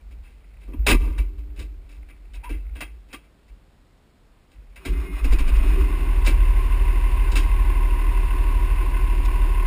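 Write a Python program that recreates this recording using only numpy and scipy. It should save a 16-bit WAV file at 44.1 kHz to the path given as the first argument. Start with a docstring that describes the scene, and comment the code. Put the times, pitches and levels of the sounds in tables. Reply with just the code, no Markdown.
"""A six-cylinder diesel is cranked, catches and idles, heard inside the steel cab of an old truck.
First the door slams, the seat creaks, switches and levers clack, and the cab booms on its springs.
The starter whirrs; then periodic firings throb, their impacts ring covers and sump, and a gear whines.
A small camera in a closed case hears it all; it holds each of its slow samples, so the spectrum is
mirrored around its sampling rate."""
import sys
import numpy as np
from scipy import signal
from scipy.fft import rfft, irfft, next_fast_len
from scipy.io import wavfile
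from scipy.ndimage import map_coordinates

SR = 44100
rng = np.random.default_rng(int(sys.argv[2]) if len(sys.argv) > 2 else 0)


def file_out(sig):
    """Save sig as 16-bit WAV at sys.argv[1]."""
    # one column per channel
    cols = np.atleast_2d(sig).T
    # limit, then scale
    lim = np.clip(cols, -1, 1)
    pcm = np.round(lim * 32767).astype(np.int16)
    wavfile.write(sys.argv[1], SR, pcm)


N = 426202
T = np.arange(N) / SR
CYLINDERS = 6

# spectrum of steel striking steel: f/Hz, spectral level/dB
CLACK_SPECTRUM = [(290, -50.5), (500, -6), (849, -5.5), (933, -25.5), (1370, -5), (1510, -4.5),
                  (1650, -15.5), (2020, -0.5), (2560, -1), (3300, -24.5), (4290, -44), (7260, -120)]


def amp(db):
    """Amplitude ratio of a level in dB."""
    return 10 ** (np.asarray(db) / 20)


def unit(x):
    """Normalisation to rms 1."""
    return x / np.sqrt(np.mean(abs(x) ** 2) + 1e-20)


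def curves(rows):
    """Linear interpolation: one value per sample for each column after the time."""
    times, *columns = np.transpose(rows)
    return [np.interp(T, times, column) for column in columns]


def wobble(rate):
    """Slow random modulation: a spline through rate knots a second."""
    return map_coordinates(rng.standard_normal(int(N * rate / SR) + 4), [T * rate])


def filtered(x, response):
    """Linear filtering: the spectrum of x times a frequency response."""
    size = next_fast_len(N + 8192)
    return irfft(rfft(x, size) * response(np.fft.rfftfreq(size, 1 / SR)), size)[..., :N]


def colour(points):
    """Broadband response of rms 1 through points of f/Hz, level/dB."""
    f, db = np.transpose(points)
    return lambda hz: unit(amp(np.interp(np.log(hz + 1), np.log(f + 1), db, left=-120, right=-120)))


def modes(rows, order=2):
    """Modal superposition, raised to order and scaled to rms 1; rows of f/Hz, bandwidth/Hz, level/dB."""
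    def response(f):
        h = sum((-1) ** k * amp(db / order) * 1j * f * width / (f0 * f0 - f * f + 1j * f * width)
                for k, (f0, width, db) in enumerate(rows))
        return h ** order / np.sqrt(np.mean(abs(h) ** (2 * order)))
    return response


def decay(tau_s):
    """First-order response: each impulse leaves an exponential tail."""
    return lambda f: 1 / (1 + 2j * np.pi * f * tau_s)


def noise(grain_db=0, rate=200):
    """White noise of rms 1, amplitude-modulated into lumps."""
    return unit(rng.standard_normal(N) * amp(grain_db * wobble(rate)))


def hush():
    """Stationary noise of the air and the microphone sets the noise floor."""
    spectrum = [(15, -25.5), (25, 6), (56, -1), (214, -9.5), (363, -13.5), (388, -14.5), (628, -18),
                (1090, -21.5), (4090, -30.5), (5900, -37.5), (7670, -76), (13000, -120)]  # noise floor: f/Hz, spectral level/dB
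    return amp(-56.5) * filtered(noise(), colour(spectrum))


def cab_boom():
    """Forced resonance: movements and the engine drive the low modes of the cab's air and floor."""
    cab_modes = [(46.5, 16.9, 0), (78.4, 26.5, -36)]  # air and floor: f/Hz, bandwidth/Hz, level/dB
    sway = [(0.0, -43), (0.4, -47), (0.77, -34), (0.92, -19), (1.04, -27), (1.5, -33.5), (2.14, -43.5),
            (2.63, -32), (3.29, -53), (4.36, -64), (4.8, -47.5)]  # rocking as the driver moves: t/s, level/dB
    # jolts of door, seat, controls, compression strokes and first firings: crest t/s, level/dB, T60/s
    jolts = [(.1, -42, 0.43), (.2, -33, 0.35), (.7, -32, 0.27), (.8, -18.5, 1), (.952, -12, 0.15),
             (1.08, -22, 0.7), (1.21, -19, 0.28), (1.4, -32.5, .3), (1.62, -28, 0.43), (2.0, -33.5, 0.15),
             (2.39, -33, 0.27), (2.531, -23.5, 0.51), (3.519, -44.5, .4), (4.59, -36.5, 0.31),
             (4.7, -40, 0.34), (4.9, -20.5, 0.97), (5.01, -22, 0.17), (5.16, -22, 0.22),
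             (5.25, -17.5, 0.36), (5.33, -13.5, 0.36), (5.41, -16, 0.19), (5.54, -15.5, .4),
             (5.63, -17, 0.44), (5.71, -13.5, 0.24), (5.82, -16.5, 0.28), (5.99, -29, .2)]
    idle_start_s, tremble_db, rise_s = 6.2, -31, 0.075
    ring = signal.hilbert(filtered(noise(), modes(cab_modes)))
    steady = unit((ring / (abs(ring) + 0.017) ** 0.31).real)  # driven, it swings more evenly than noise
    calm_db = np.where(T < idle_start_s, curves(sway)[0], tremble_db) + 3 * wobble(11)
    power = amp(2 * calm_db)
    for crest_s, db, t60 in jolts:
        near = slice(max(round((crest_s - .2) * SR), 0), round((crest_s + 1) * SR))
        t = T[near] - crest_s
        below_crest_db = 60 * np.where(t < 0, (t / rise_s) ** 2, t / t60)
        power[near] += amp(2 * (db - below_crest_db))
    return np.sqrt(power) * steady


def rustle():
    """Friction noise: cloth and seat springs crackle faintly as the driver moves."""
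    levels = [(0, -77), (.67, -66.5), (1.15, -59), (1.36, -72), (2.21, -67.5), (2.74, -64), (2.93, -95),
              (4.2, -85.5), (4.8, -69.5)]  # cloth and springs: t/s, level/dB
    envelope = amp(curves(levels)[0] + 1.3 * wobble(25)) * (T < 4.8)
    return envelope * filtered(noise(grain_db=4.7, rate=180), colour(CLACK_SPECTRUM))


def impacts():
    """Impact excitation: each contact is a short noisy clack with a thud and a ringing tail."""
    # seat, switches and levers: t/s, clack level/dB, thud and rasp re clack/dB, hold/s, T60/s
    controls = [(0.109, -61, 6, -8, .02, 0.078), (0.235, -60.5, -9, -10, 0.019, 0.51),
                (.6125, -59, -1, -10, .028, .17), (1.181, -42, 1, -9, 0.013, .12),
                (1.381, -62, -4, -8, 0.016, .12), (1.562, -56, 7, -8, .026, .15),
                (1.593, -48, 6, -4, 0.021, .16), (1.893, -60, -6, -5.5, 0.036, 0.33),
                (2.088, -55, -3, -15, 0.021, 0.11), (2.337, -51.5, -12, -6.5, 0.028, 0.094),
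                (2.438, -45, -10, -17, 0.022, .16), (2.493, -44, 5.5, -13, 0.013, 0.26),
                (2.755, -46.5, -1, -12.5, 0.019, 0.17), (2.808, -30, -11.5, -13, .011, 0.098),
                (3.088, -59, -3.5, -12, .04, 0.24), (3.131, -37.5, -10.5, -10, 0.016, 0.083),
                (3.239, -72, -5.5, -11, 0.015, 0.085), (3.482, -63, -8, -11.5, .017, 0.1),
                (4.517, -65, -11, -2.5, 0.019, 0.1), (4.761, -47, -22, -11, .014, 0.11),
                (4.853, -37, 4.5, -7.5, 0.023, 0.13), (6.25, -40, -8, -2.5, .015, .1),
                (6.264, -28.5, -0.5, -7.5, 0.023, 0.12), (7.319, -40.5, 5, -2.5, .012, 0.075),
                (7.357, -29.5, -4.5, -5.5, 0.016, 0.19), (9.25, -50, -10, 4, .012, .06)]
    # seal, latch, rebound, window: t/s, clack level/dB, thud, panel and rasp re clack/dB, hold/s, T60/s
    door = [(.679, -67, 23.5, 5, -10, 0.018, 0.43), (.735, -52, 15, -1.5, -18.5, 0.0065, 0.052),
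            (.8676, -19, -2.5, -11.5, -8, 0.055, 0.08), (.937, -38, 10, 5.5, -6, 0.013, 0.06),
            (1.0, -52, 12, 1.5, -11, 0.066, 0.59)]
    first_firings = [(5.2435, -37.5), (5.322, -36.5), (5.3873, -38), (5.479, -40), (5.556, -45.5)]  # the engine catches: t/s, clack level/dB
    thud_modes = [(109, 54, -5), (179, 50, -2.5), (259, 115, 0), (324, 60.5, 8.5), (396.5, 160, -6.5)]  # door skin and floor: f/Hz, bandwidth/Hz, level/dB
    panel_modes = [(952, 130, -3.5), (1191, 74, -0.5)]  # dash panel: f/Hz, bandwidth/Hz, level/dB
    plate_modes = [(1600, 60, -6), (2070, 35, 1), (2320, 14, 0), (2510, 45, 0), (2650, 50, 0),
                   (2830, 25, -3), (3230, 40, -7)]  # dash and latch plates: f/Hz, bandwidth/Hz, level/dB
    roof_modes = [(292.8, 10, 3), (393, 64, -10.5)]  # roof sheet: f/Hz, bandwidth/Hz, level/dB
    rasp_spectrum = [(1760, -49), (3000, 0), (3190, -12), (3850, -1), (4230, -11.5), (4950, -6),
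                     (5900, -15), (7670, -58), (13000, -120)]  # treble of a contact: f/Hz, spectral level/dB
    t = np.arange(2 * SR) / SR
    envelopes = np.zeros((5, N + len(t)))  # thud, panel, clack, rasp, roof

    def strike(time_s, db, thud_db, rasp_db, hold_s, t60, panel_db=-12):
        shape = (1 - np.exp(-(t / 0.0015) ** 2)) * amp(-60 * np.clip(t - hold_s, 0, None) / t60)
        shape += amp(-23 - 60 * t / 0.5)  # a faint tail
        start = round((time_s - .003) * SR)
        span = slice(start, start + len(t))
        envelopes[:4, span] += np.outer(amp(db) * amp([thud_db, panel_db, 0, rasp_db]), shape)
        envelopes[4, span] += amp(db + thud_db - 30.5 - 60 * t / 3.18)  # thuds leave the roof drumming

    def clack(hz):
        return unit(colour(CLACK_SPECTRUM)(hz) + 1.3 * modes(plate_modes, order=1)(hz))

    for contact in controls:
        strike(*contact)
    for time_s, db, thud_db, panel_db, rasp_db, hold_s, t60 in door:
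        strike(time_s, db, thud_db, rasp_db, hold_s, t60, panel_db)
    for time_s, db in first_firings:
        strike(time_s, db, thud_db=4, rasp_db=-7, hold_s=.018, t60=.07)
    paths = modes(thud_modes), modes(panel_modes), clack, colour(rasp_spectrum), modes(roof_modes)
    return sum(filtered(envelope[:N] * noise(grain_db=2.14, rate=300), path)
               for envelope, path in zip(envelopes, paths))


def lever_squeak():
    """Stick-slip friction: a stiff, dry lever gives a short, rising, unsteady tone."""
    glide = [(2.43, 740, -44), (2.442, 930, -42), (2.465, 990, -37.5), (2.5, 925, -46)]  # the lever slips: t/s, f/Hz, level/dB
    hz, db = curves(glide)
    slipping = np.interp(T, [2.43, 2.44, 2.485, 2.5], [0, 1, 1, 0])
    envelope = slipping * amp(db + 4.2 * wobble(150))
    return envelope * np.sin(2 * np.pi * np.cumsum(hz * (1 + 0.037 * wobble(120))) / SR)


def starter():
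    """Structure-borne sound: pinion and brushes drive housing and floor; meshing teeth add a tone."""
    levels = [(4.76, -72, -72), (4.82, -53, -59), (4.9, -48, -38.5), (5.03, -44.5, -39.5),
              (5.1, -48.5, -42), (5.18, -43.5, -47), (5.3, -44, -40), (5.43, -46, -47), (5.62, -41, -39.5),
              (5.7, -38.5, -33), (5.86, -46, -37), (6.15, -48.5, -27)]  # cranking: t/s, whirr level/dB, groan level/dB
    housing_modes = [(597, 230, -6), (1126, 340, 1.5), (1580, 400, -1.5), (2030, 380, -1.5), (2524, 164, 2),
                     (2830, 120, -0.5), (3580, 910, -14.5), (5360, 550, -19.5)]  # starter housing: f/Hz, bandwidth/Hz, level/dB
    floor_modes = [(167.7, 21, 0.5), (285.6, 30, 3), (315.4, 38, -0.5), (387.5, 53, -2)]  # cab floor: f/Hz, bandwidth/Hz, level/dB
    mesh_hz = 2105
    whirr_db, groan_db = curves(levels)
    running = np.interp(T, [4.76, 4.78, 5.85, 6.15], [0, 1, 1, 0])
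    meshed = np.interp(T, [4.88, 4.94, 5.22, 5.3], [0, 1, 1, 0])  # until the engine catches
    whirr = amp(whirr_db) * filtered(noise(grain_db=1.8, rate=60), modes(housing_modes))
    mesh_phase = 2 * np.pi * np.cumsum(mesh_hz * (1 + .02 * wobble(40))) / SR
    teeth = meshed * amp(whirr_db - 3.5 + 4.5 * wobble(25)) * np.sin(mesh_phase)
    groan = amp(groan_db) * filtered(noise(grain_db=2.2, rate=14), modes(floor_modes))
    return running * (whirr + teeth + groan)


def firing_throb(firings):
    """Harmonic series: periodic firings sound at multiples of the engine's cycle rate."""
    orders = [(3, -23), (6, 0.5), (7, -19.5), (8, -6), (9, -18.5), (10, -45), (12, -15), (18, -28),
              (24, -33), (42, -33.5), (46, -33), (57, -37), (60, -32.5)]  # engine orders: multiple of the cycle rate, level/dB
    cycles = (firings + 0.0022 * wobble(17)) / CYLINDERS  # each firing a little early or late
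    throb = np.zeros(N)
    for order, db in orders:
        envelope = amp(db + (.4 + .04 * order) * wobble(7))
        throb += envelope * np.sin(2 * np.pi * order * cycles + rng.uniform(0, 2 * np.pi))
    return throb


def cycle_impulses(firings):
    """Periodic excitation: impulse trains on timing and valve covers repeat each cycle, with jitter."""
    # knocks of one cycle: position/firings, timing cover level/dB, valve cover level/dB
    pattern = [(0, 0, -4), (.95, -2, -8), (2, -2, -2), (3, -12, -12), (4.1, -8, -4), (5.1, -6, 0)]
    position, blow_db, tap_db = np.transpose(pattern)
    times = np.interp(CYLINDERS * np.arange(-20, 12)[:, None] + position, firings, T, right=0)
    times += .00012 * rng.standard_normal(times.shape)
    samples = (abs(times.ravel()) * SR).astype(int)

    def train(db, spread_db):
        strengths = amp(db + spread_db * rng.standard_normal(times.shape))
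        return np.bincount(samples, strengths.ravel(), N)[:N] * (T >= 1)
    return train(blow_db, spread_db=1.5), train(tap_db, spread_db=2)


def diesel_knock(blows, rattle):
    """Free vibration: each blow rings timing cover and sump, and its dying rattle stirs the cover."""
    cover_modes = [(1035, 85, 0), (1110, 70, -4), (1480, 80, -13)]  # timing cover: f/Hz, bandwidth/Hz, level/dB
    sump_modes = [(269, 31.5, 0.5), (304, 33, 1.5), (381, 40, -3), (175, 11, 0)]  # sump: f/Hz, bandwidth/Hz, level/dB
    cover = unit(filtered(blows, modes(cover_modes)))
    sump = unit(filtered(blows, modes(sump_modes)))
    clatter = filtered(unit(rattle * noise()), modes(cover_modes))
    return cover + amp(-1) * sump + amp(-11) * clatter


def engine_rush(taps, rattle):
    """Amplitude modulation: block noise pulses with the blows, tappet noise with the seating valves."""
    block_spectrum = [(60, -50), (90, -9.5), (216, -19.5), (270, -14.5), (371, -12), (475, -22), (876, -22),
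                      (1050, -9), (1260, -27.5), (1790, -23.5), (2640, -21.5), (3310, -35.5), (5310, -40.5),
                      (5900, -47.5)]  # engine noise through the firewall: f/Hz, spectral level/dB
    valve_cover_modes = [(1491, 69, 6.5), (2088, 126, 8), (2307, 240, -11.5), (2633, 370, 4.5),
                         (3680, 223, -9)]  # valve cover: f/Hz, bandwidth/Hz, level/dB
    ticks = unit(filtered(taps, decay(tau_s=0.006)))
    block = filtered(unit((1 + 0.096 * rattle) * noise()), colour(block_spectrum))
    tappets = filtered(unit((1 + .6 * ticks) * noise()), modes(valve_cover_modes))
    return amp(4.5) * block + amp(-5) * tappets


def gear_whine(firings):
    """Gear-mesh tone, amplitude-modulated once a cycle, over a fainter steady tone."""
    mesh_tone = [(5.8, 960, -58), (6.2, 964, -48), (7.2, 964, -43), (8.55, 965, -43), (8.8, 974, -42),
                 (9.66, 974, -40.5)]  # the gear: t/s, f/Hz, level/dB
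    swell_db, crest_firings, faint_hz = 3.5, 4.35, 836
    hz, db = curves(mesh_tone)
    db += swell_db * np.cos(2 * np.pi * (firings - crest_firings) / CYLINDERS)
    whine = amp(db + 1.6 * wobble(14)) * np.sin(2 * np.pi * (np.cumsum(hz) / SR + .04 * wobble(20)))
    faint = amp(-55.5 + 2 * wobble(6)) * np.sin(2 * np.pi * (faint_hz * T + .1 * wobble(12)))
    return whine + (T > 6) * faint


def engine():
    """Synchronous sources: one firing rate paces the diesel's throb, knock, rush and whine."""
    levels = [(5.2, -22, -52, -60), (5.3, -17, -47.5, -70), (5.66, -15.5, -47, -56),
              (6.04, -18, -43.5, -58), (6.14, -14, -44, -53.5), (7.2, -14, -42.5, -51.5),
              (7.55, -15, -43, -49), (9.66, -16, -43, -47)]  # catching and idling: t/s, throb, rush and knock level/dB
    firing_rate = [(5.2, 11), (5.7, 32), (5.85, 36), (6, 37.9), (6.5, 37.72), (7, 37.82), (8.5, 37.84),
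                   (9.66, 37.92)]  # run-up to idle: t/s, firing f/Hz
    cycle_start_s = 8.013  # firings are counted from this knock
    throb_db, rush_db, knock_db = curves(levels)
    firings = np.cumsum(curves(firing_rate)[0]) / SR
    firings -= firings[round(cycle_start_s * SR)]
    throb = firing_throb(firings)
    blows, taps = cycle_impulses(firings)
    rattle = unit(filtered(blows, decay(tau_s=0.043)))
    knock = amp(knock_db) * diesel_knock(blows, rattle)
    rush = amp(rush_db) * engine_rush(taps, rattle)
    whine = gear_whine(firings)
    running = np.interp(T, [5.2, 5.3], [0, 1])
    return running * (amp(throb_db + 0.67 * wobble(4.2)) * throb + knock + rush + whine)


def scene():
    """Superposition: all sources add at one microphone."""
    return (hush() + cab_boom() + impacts() + lever_squeak() + rustle() + starter() + engine())[None]


def record(dry):
    """Zero-order hold: spectral images flank the sampling rate and droop as sin(x) / x."""
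    sample_hz, band_limit_hz = 12000, 15500

    def baseband(hz):
        low_pass = np.clip((sample_hz / 2 - hz) / 300, 0, 1)
        return low_pass / np.sinc(np.minimum(hz / sample_hz, .5))  # only the images keep the droop

    mirrored = filtered(dry, baseband) * (1 + 2 * np.cos(2 * np.pi * sample_hz * T))
    return filtered(mirrored, lambda hz: abs(np.sinc(hz / sample_hz)) * (hz < band_limit_hz))


dry = scene()
out = record(dry)
file_out(out)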